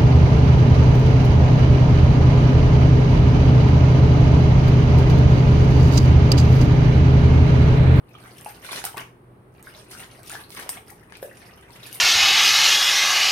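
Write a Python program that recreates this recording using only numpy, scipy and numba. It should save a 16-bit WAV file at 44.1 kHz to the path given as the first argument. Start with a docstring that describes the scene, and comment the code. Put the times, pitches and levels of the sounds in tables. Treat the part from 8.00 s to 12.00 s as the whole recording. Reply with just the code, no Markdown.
"""A cloth is dunked, lifted and squeezed in a plastic basin of soapy water, in a small tiled room.
A low rumble and a wavering hum lie under it all. From the start each move stirs up swarms of bubbles and
throws spray; air pockets plop and falling water slaps the surface, building to a splashy peak near 0.9 s.
After a lull the cloth moves again from 1.5 s, with the sharpest slap at 2.7 s, deep plops at 3.2 s and
a last slosh just before 4 s. The room rings briefly after each splash."""
import sys
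import numpy as np
from scipy import signal
from scipy.fft import rfft, irfft
from scipy.io import wavfile
from scipy.ndimage import map_coordinates
from numba import njit

SR = 44100
rng = np.random.default_rng(int(sys.argv[2]) if len(sys.argv) > 2 else 0)


def log_audio(samples):
    """Write samples as a 16-bit WAV file to the path given in sys.argv[1]."""
    # one column per channel
    frames = np.atleast_2d(samples).T
    # limit to full scale, then quantise
    limited = np.clip(frames, -1, 1)
    pcm = np.round(limited * 32767).astype(np.int16)
    wavfile.write(sys.argv[1], SR, pcm)


N = 176400
TIME = np.arange(N) / SR


def from_db(db):
    """Decibels to gain."""
    return 10 ** (np.asarray(db) / 20)


def rms_one(x):
    """Scale to unit rms."""
    return x / np.sqrt(np.mean(x ** 2) + 1e-20)


def band(x, low_hz, high_hz):
    """Band-pass."""
    sos = signal.butter(2, [low_hz, min(high_hz, .45 * SR)], "band", fs=SR, output="sos")
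    return signal.sosfilt(sos, x)


def panned(x, pan_db):
    """Mono to stereo by a level difference; positive is left."""
    return x * from_db([[pan_db / 2], [-pan_db / 2]])


def add(out, start, x):
    """Mix a short stereo sound in at `start` seconds."""
    i = max(int(start * SR), 0)
    out[:, i:i + x.shape[1]] += x[:, :max(N - i, 0)]


def wander(shape, speed_hz):
    """Random drift of unit rms, mostly slower than speed_hz."""
    hz = np.fft.rfftfreq(N, 1 / SR)
    return rms_one(irfft(rfft(rng.standard_normal(shape)) / (1 + (hz / speed_hz) ** 2), N))


def diffuse_noise(size, spacing_m_per_c=0.00054):
    """Noise from all sides at two mics (spacing in s of travel): alike in the bass, wide in the treble."""
    alike = .98 * np.sinc(2 * np.fft.rfftfreq(size, 1 / SR) * spacing_m_per_c)
    mid, side = rfft(rng.standard_normal((2, size)))
    return irfft(np.sqrt((1 + alike) / 2) * mid + np.sqrt((1 - alike) / 2) * side * [[1], [-1]], size)


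# Spectrum of the room tone: (frequency [Hz], density [dB per Hz])
ROOM_TONE = [(15, -122), (25, -101), (40, -78.5), (60, -78.5), (110, -75.5), (180, -78), (250, -82),
             (390, -78), (560, -86.5), (1100, -89.5), (2000, -100), (3200, -109), (6000, -121),
             (10000, -113), (16000, -120)]


def room_tone(hum_hz=123, hum_db=-58):
    """A steady bed of rumble and faint hiss, with a hum that wavers in level and phase."""
    hz = np.fft.rfftfreq(N, 1 / SR)
    points_hz, density_db = np.transpose(ROOM_TONE)
    colour = from_db(np.interp(np.log(hz + 1), np.log(points_hz), density_db))
    rumble = irfft(rfft(diffuse_noise(N)) * colour, N) * np.sqrt(SR / 2)
    swell, slip = 0.99 * wander((2, N), speed_hz=2)
    hum = (1 + swell / 2) * np.sin(2 * np.pi * hum_hz * TIME + slip)
    return rumble + from_db(hum_db) * rms_one(hum)


# Fader ride of the water running off the cloth: (time [s], level [dB])
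RUNOFF = [(0, -8), (.3, 6), (1.0, 7.5), (1.1, -47), (1.46, -34), (1.68, 3.5), (2.8, 0), (3.05, 1.5),
          (3.3, 2.5), (4, 0.5)]
# Moves of the cloth and how hard each drives the three swarms:
# (time [s], length [s], large bubbles [dB], small bubbles [dB], spray [dB])
CLOTH_MOVES = [(0.107, 0.1, -52.5, -64, -76), (0.214, 0.1, -50, -56.5, -62),
               (0.364, 0.022, -61, -49.5, -53.5), (0.454, 0.05, -43.5, -55, -50.5),
               (0.496, 0.083, -68, -59, -79), (0.633, 0.086, -41, -43.5, -47),
               (0.696, 0.076, -39, -41.5, -46), (0.768, 0.023, -38, -39, -57), (0.845, 0.03, -40, -42, -52),
               (0.962, 0.047, -36, -46, -50.5), (1.53, 0.079, -53.5, -68.5, -67),
               (1.636, 0.072, -52.5, -56, -58.5), (1.716, 0.099, -46.5, -55, -61),
               (1.9, 0.049, -48.5, -48, -51), (1.96, 0.077, -44.5, -45.5, -50.5),
               (2.074, 0.12, -51.5, -56.5, -61.5), (2.232, 0.097, -70, -52.5, -55),
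               (2.279, 0.068, -42.5, -43.5, -56), (2.356, 0.055, -43.5, -53, -50),
               (2.493, 0.071, -52.5, -48, -51), (2.548, 0.079, -41.5, -45.5, -53),
               (2.635, 0.14, -45.5, -53, -59), (2.867, 0.049, -54, -56, -55),
               (3.128, 0.033, -53.5, -55, -72), (3.224, 0.02, -46.5, -51, -44.5),
               (3.325, 0.15, -58, -58.5, -66), (3.424, 0.24, -51, -70, -72),
               (3.683, 0.15, -50, -54.5, -62.5), (3.832, 0.047, -46.5, -45, -51.5),
               (3.888, 0.097, -48, -50.5, -60), (3.928, 0.025, -57, -54, -42)]
BUSY_DB = -44.5   # stirring strength at which bubbles and drops come at their nominal rates


def stirring(layer, runoff_db, lead_s=0.026, attack_share=.24, release_s=0.0097):
    """Drive of one swarm: each move swells, holds and dies over the runoff; long moves start gently."""
    power = from_db(np.interp(TIME, *np.transpose(RUNOFF)) + runoff_db) ** 2
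    for start, length, *levels_db in CLOTH_MOVES:
        span = slice(int(max(start - lead_s, 0) * SR), int((start + length + 10 * release_s) * SR))
        t = TIME[span] - start
        attack = np.clip((t + lead_s) / (attack_share * length + lead_s), 0, 1) ** 2
        release = np.exp(-np.maximum(t - length, 0) / release_s)
        power[span] += (attack * release * from_db(levels_db[layer])) ** 2
    return np.sqrt(power)


@njit
def ring_bubbles(born, left, right, phase_step, life, rise):
    """Each bubble is a sine that dies by 60 dB over `life` samples as its pitch climbs by `rise`."""
    out = np.zeros((2, N))
    for k in range(len(born)):
        level, loss = 1., np.exp(-np.log(1000) / life[k])
        for i in range(min(int(life[k]), N - born[k])):
            ring = level * np.sin(phase_step[k] * i * (1 + rise * i / life[k] / 2))
            out[0, born[k] + i] += left[k] * ring
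            out[1, born[k] + i] += right[k] * ring
            level *= loss
    return out


def swarm(strength, low_hz, high_hz, per_s, cycles, spread_db, tilt_db, width_db=9.5, foam_db=-16):
    """Random bubbles over a foam hiss; harder stirring makes more and louder ones."""
    rate = per_s * (strength / from_db(BUSY_DB)) ** .45
    chance, pitch, damping, side = rng.random((4, N))
    octaves = pitch * np.log2(high_hz / low_hz)
    sizes_db = spread_db * np.minimum(rng.exponential(1, N), 3.2) + tilt_db * octaves
    sizes = rms_one(from_db(sizes_db)) * rng.choice([-1, 1], N)
    born = np.flatnonzero(chance < rate / SR)
    hz = low_hz * 2 ** octaves[born]
    life = cycles * 2 ** (2 * damping[born] - 1) / hz * SR
    # the swarm's loudness follows the stirring, whatever the rate and ring time
    peak = (sizes * strength * np.sqrt(SR / rate))[born] * 2 * np.sqrt(np.log(1000) / life)
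    pan = from_db(width_db * (2 * side[born] - 1))
    bubbles = ring_bubbles(born, peak * pan, peak / pan, 2 * np.pi * hz / SR, life, rise=0.049)
    foam = from_db(foam_db) * strength * rms_one(band(rng.standard_normal((2, N)), low_hz, high_hz))
    return band(bubbles + foam, low_hz * 0.85, high_hz * 0.82)


# Large bubbles, small bubbles and spray: (lowest pitch [Hz], highest pitch [Hz], nominal rate [1/s],
# typical ring [cycles], level spread [dB], gain [dB], tilt [dB per octave], runoff level [dB])
BUBBLE_LAYERS = [(557, 3086, 560, 30.4, 2, -7.5, 4.5, -58), (2686, 8300, 900, 16, 4.5, -5, 0.5, -68),
                 (7750, 15900, 860, 24, 4.5, -2, 11, -70)]


def sloshes(clump_db=3, churn_hz=(194, 604), churn_db=-11.5):
    """Water breaks in quick, uneven clumps of bubbles and spray, with a dull churning underneath."""
    clumps = rms_one(from_db(clump_db * np.clip(wander(N, speed_hz=70), -2, 2)))
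    strengths, layers = [], []
    for layer, (*voicing, gain_db, tilt_db, runoff_db) in enumerate(BUBBLE_LAYERS):
        strength = clumps * stirring(layer, runoff_db)
        strengths.append(strength)
        layers.append(from_db(gain_db) * swarm(strength, *voicing, tilt_db))
    large, small, spray = layers
    churn = from_db(churn_db) * strengths[0] * rms_one(band(rng.standard_normal(N), *churn_hz))
    return large + small + panned(spray, pan_db=1) + churn


def droplets(per_s=130, level_db=-33, range_db=12, width_db=9.5, band_hz=(4200, 15700)):
    """Flung drops tick on the surface, one click each, more and harder as the spray grows."""
    spray = stirring(layer=2, runoff_db=BUBBLE_LAYERS[2][-1])
    drive = np.sqrt(spray / from_db(BUSY_DB))
    chance, softness, side = rng.random((3, N))
    ticks = (chance < per_s * drive / SR) * from_db(level_db - range_db * softness) * drive
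    pan = from_db(width_db * (2 * side - 1.5) * [[1], [-1]])   # mostly to the right
    return band(ticks * pan + 1e-18, *band_hz)


# Single air pockets that ring out: (time [s], pitch [Hz], level [dB])
AIR_POCKETS = [(0.15, 1210, -36.5), (0.152, 3150, -36.5), (0.258, 1360, -36.5), (0.462, 800, -22),
               (0.46, 2600, -32), (0.649, 1500, -31.5), (0.69, 1110, -29.5), (0.69, 2170, -29),
               (0.711, 3580, -22.5), (0.73, 936, -25), (0.73, 2320, -26.5), (0.774, 1830, -26),
               (0.817, 1600, -30), (0.84, 795, -23.5), (0.85, 900, -36), (0.8515, 9100, -23),
               (0.865, 1320, -27), (0.944, 850, -28), (0.97, 1070, -31), (0.978, 1083, -25),
               (0.979, 2660, -29), (0.985, 1560, -28), (0.995, 2830, -30), (1.015, 2280, -30),
               (1.671, 1510, -29.5), (1.749, 3800, -33.5), (1.932, 1430, -37), (1.95, 1446, -31.5),
               (2.025, 1850, -34.5), (2.189, 648, -39), (2.303, 1430, -30.5), (2.322, 1740, -30.5),
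               (2.328, 796, -34), (2.347, 785, -33), (2.353, 1647, -23.5), (2.438, 4150, -33),
               (2.573, 1034, -31.5), (2.57, 2190, -27), (2.594, 1680, -33), (2.662, 590, -34),
               (2.692, 8410, -14), (2.772, 747, -35), (2.915, 795, -39), (3.122, 1660, -34.5),
               (3.153, 2410, -33), (3.227, 529, -20), (3.227, 1640, -34.5), (3.254, 472, -30.5),
               (3.283, 536, -34), (3.313, 1780, -35), (3.831, 3750, -30), (3.856, 2440, -33),
               (3.923, 2860, -33), (3.957, 2100, -35.5)]


def plops(cycles=14.9, rise=0.033, attack_s=0.00087, trim_db=-2.5):
    """An air pocket rings as a dying sine that rises a little as it nears the surface."""
    out = np.zeros((2, N))
    for start, hz, level_db in AIR_POCKETS:
        life = cycles / hz
        t = TIME[:int(life * SR)]
        envelope = (1 - np.exp(-t / attack_s)) * np.exp(-np.log(1000) * t / life)
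        tone = np.sin(2 * np.pi * hz * t * (1 + rise * t / life / 2))
        plop = from_db(level_db + trim_db) * envelope / envelope.max() * tone
        add(out, start, panned(plop, rng.normal()))
    return out


# Noise bands of a slap, body then crack: (low edge [Hz], high edge [Hz])
BODY_AND_CRACK = [(520, 4730), (5900, 13500)]
# Falling water hitting the surface: (time [s], level [dB], body over crack [dB], left over right [dB])
SURFACE_SLAPS = [(.3828, -34.5, -23, 10), (.411, -30, -25, 7), (.4465, -27, -12, -2), (0.6466, -31, 3.5, 9),
                 (.709, -34, 9, -3), (.717, -28, 4, -9), (.7314, -30, 10, 11), (.799, -22.5, -12, 1),
                 (.8405, -21.5, 4, -15), (.8464, -24, -16, 4), (.851, -21.5, -8, 26.5),
                 (.853, -19.5, -19, -19.5), (.9707, -29, -19, -16), (.9802, -24.5, 3.5, 4),
                 (1.627, -30, -26, 1), (1.9131, -31.5, -20, 15), (2.0033, -30, -18, -9),
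                 (2.2318, -32, -18, 5), (2.2775, -29, -31, -2), (2.2965, -20, -7, 5),
                 (2.3165, -20, -14, -1), (2.3525, -34, 11.5, 4), (2.5042, -36.5, 5.5, -13),
                 (2.549, -32, -2, -14), (2.572, -30, -1, 6), (2.5975, -24.5, -5, 11), (2.6903, -37, -5, -4),
                 (2.6919, -9.5, -8.5, 5), (2.7015, -20, -24, -7), (2.882, -37.5, -20, 4),
                 (2.9035, -32, -20, 15), (3.1228, -58.5, 22.5, 23), (3.1702, -31, -3, 0),
                 (3.2285, -28, -0.5, 0), (3.6107, -41, -11, 3), (3.706, -52, 11.5, 18),
                 (3.833, -32, -10, 7), (3.928, -21, -29, 7)]


def slaps(decay_s=.00042, dent_hz=960, dent_decay_s=0.0011, dent_db=-5.5, trim_db=-8.5):
    """A millisecond of bright crack with a duller body and the hollow knock of the dented surface."""
    out, t = np.zeros((2, N)), TIME[:512]
    envelope = t / decay_s * np.exp(1 - t / decay_s)
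    dent = from_db(dent_db) * rms_one(np.sin(2 * np.pi * dent_hz * t) * np.exp(-t / dent_decay_s))
    for start, level_db, body_db, pan_db in SURFACE_SLAPS:
        body, crack = [rms_one(band(rng.standard_normal(len(t)) * envelope, *edges))
                       for edges in BODY_AND_CRACK]
        burst = crack + from_db(body_db) * (body + dent)
        add(out, start, panned(from_db(level_db + trim_db) * burst * envelope.std(), pan_db))
    return out


# Reverb of the tiled room: (frequency [Hz], time to fall 60 dB [s], wet level [dB])
TILE_REVERB = [(252, 0.42, -6.5), (490, 0.32, -4.5), (835, 0.33, 1), (1860, 0.29, 2), (5400, 0.3, 1),
               (9000, 0.29, 3.5), (15500, 0.26, 3.5)]


def reflections(size=16384, first_echo_s=.002, early_decay_s=.012):
    """Dense echoes from one spot in the basin: a strong early cluster, then a tail longest in the bass."""
    t, hz = TIME[:size], np.fft.rfftfreq(size, 1 / SR)
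    noise = rfft(diffuse_noise(size))
    log_centres = np.log([row[0] for row in TILE_REVERB])
    early = (t > first_echo_s) * (1 + np.exp(-t / early_decay_s))
    response = np.zeros((2, size))
    for solo, (_, t60, wet_db) in zip(np.eye(len(TILE_REVERB)), TILE_REVERB):
        decay = early * np.exp(-np.log(1000) * t / t60)
        noise_band = irfft(noise * np.interp(np.log(hz + 1), log_centres, solo), size)
        response += from_db(wet_db) * noise_band * decay / np.sqrt(np.sum(decay ** 2))
    return response


def tiled_room(direct, send, right_lag_s=.00006, sway_hz=1.7, hop=N // 28):
    """Direct sound, swaying with the cloth, plus reflections of `send` that change as the arms move."""
    lag = right_lag_s * (1 + np.sin(2 * np.pi * sway_hz * TIME))
    out = np.array([direct[0], map_coordinates(direct[1], [(TIME - lag) * SR], order=3)])
    for centre in range(0, N + 1, hop):
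        span = np.arange(max(centre - hop, 0), min(centre + hop, N))
        crossfade = np.cos(np.pi / 2 * (span - centre) / hop)
        add(out, span[0] / SR, signal.fftconvolve(send[:, span] * crossfade, reflections(), axes=1))
    return out


def scene():
    """The water in the room, over the room tone; surface hits sit drier than the bubbles."""
    water = sloshes() + plops()
    hits = slaps() + droplets()
    return tiled_room(water + hits, send=water + from_db(-5) * hits) + room_tone()


# Treble peak and dip of the microphone: (frequency [Hz], width [Hz], gain [dB])
MIC_EQ = [(8930, 1670, 7.5), (7450, 1560, -6.5)]


def record(dry, cutoff_hz=16300):
    """The microphone port rings in the treble; a steep low-pass cuts the top."""
    for hz, width_hz, gain_db in MIC_EQ:
        gain, width = from_db(gain_db / 2), np.pi * width_hz / SR
        tuning = -2 * np.cos(2 * np.pi * hz / SR)
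        dry = signal.lfilter([1 + width * gain, tuning, 1 - width * gain],
                             [1 + width / gain, tuning, 1 - width / gain], dry)
    return signal.sosfilt(signal.ellip(10, .2, 80, cutoff_hz, fs=SR, output="sos"), dry)


dry = scene()
out = record(dry)
log_audio(out)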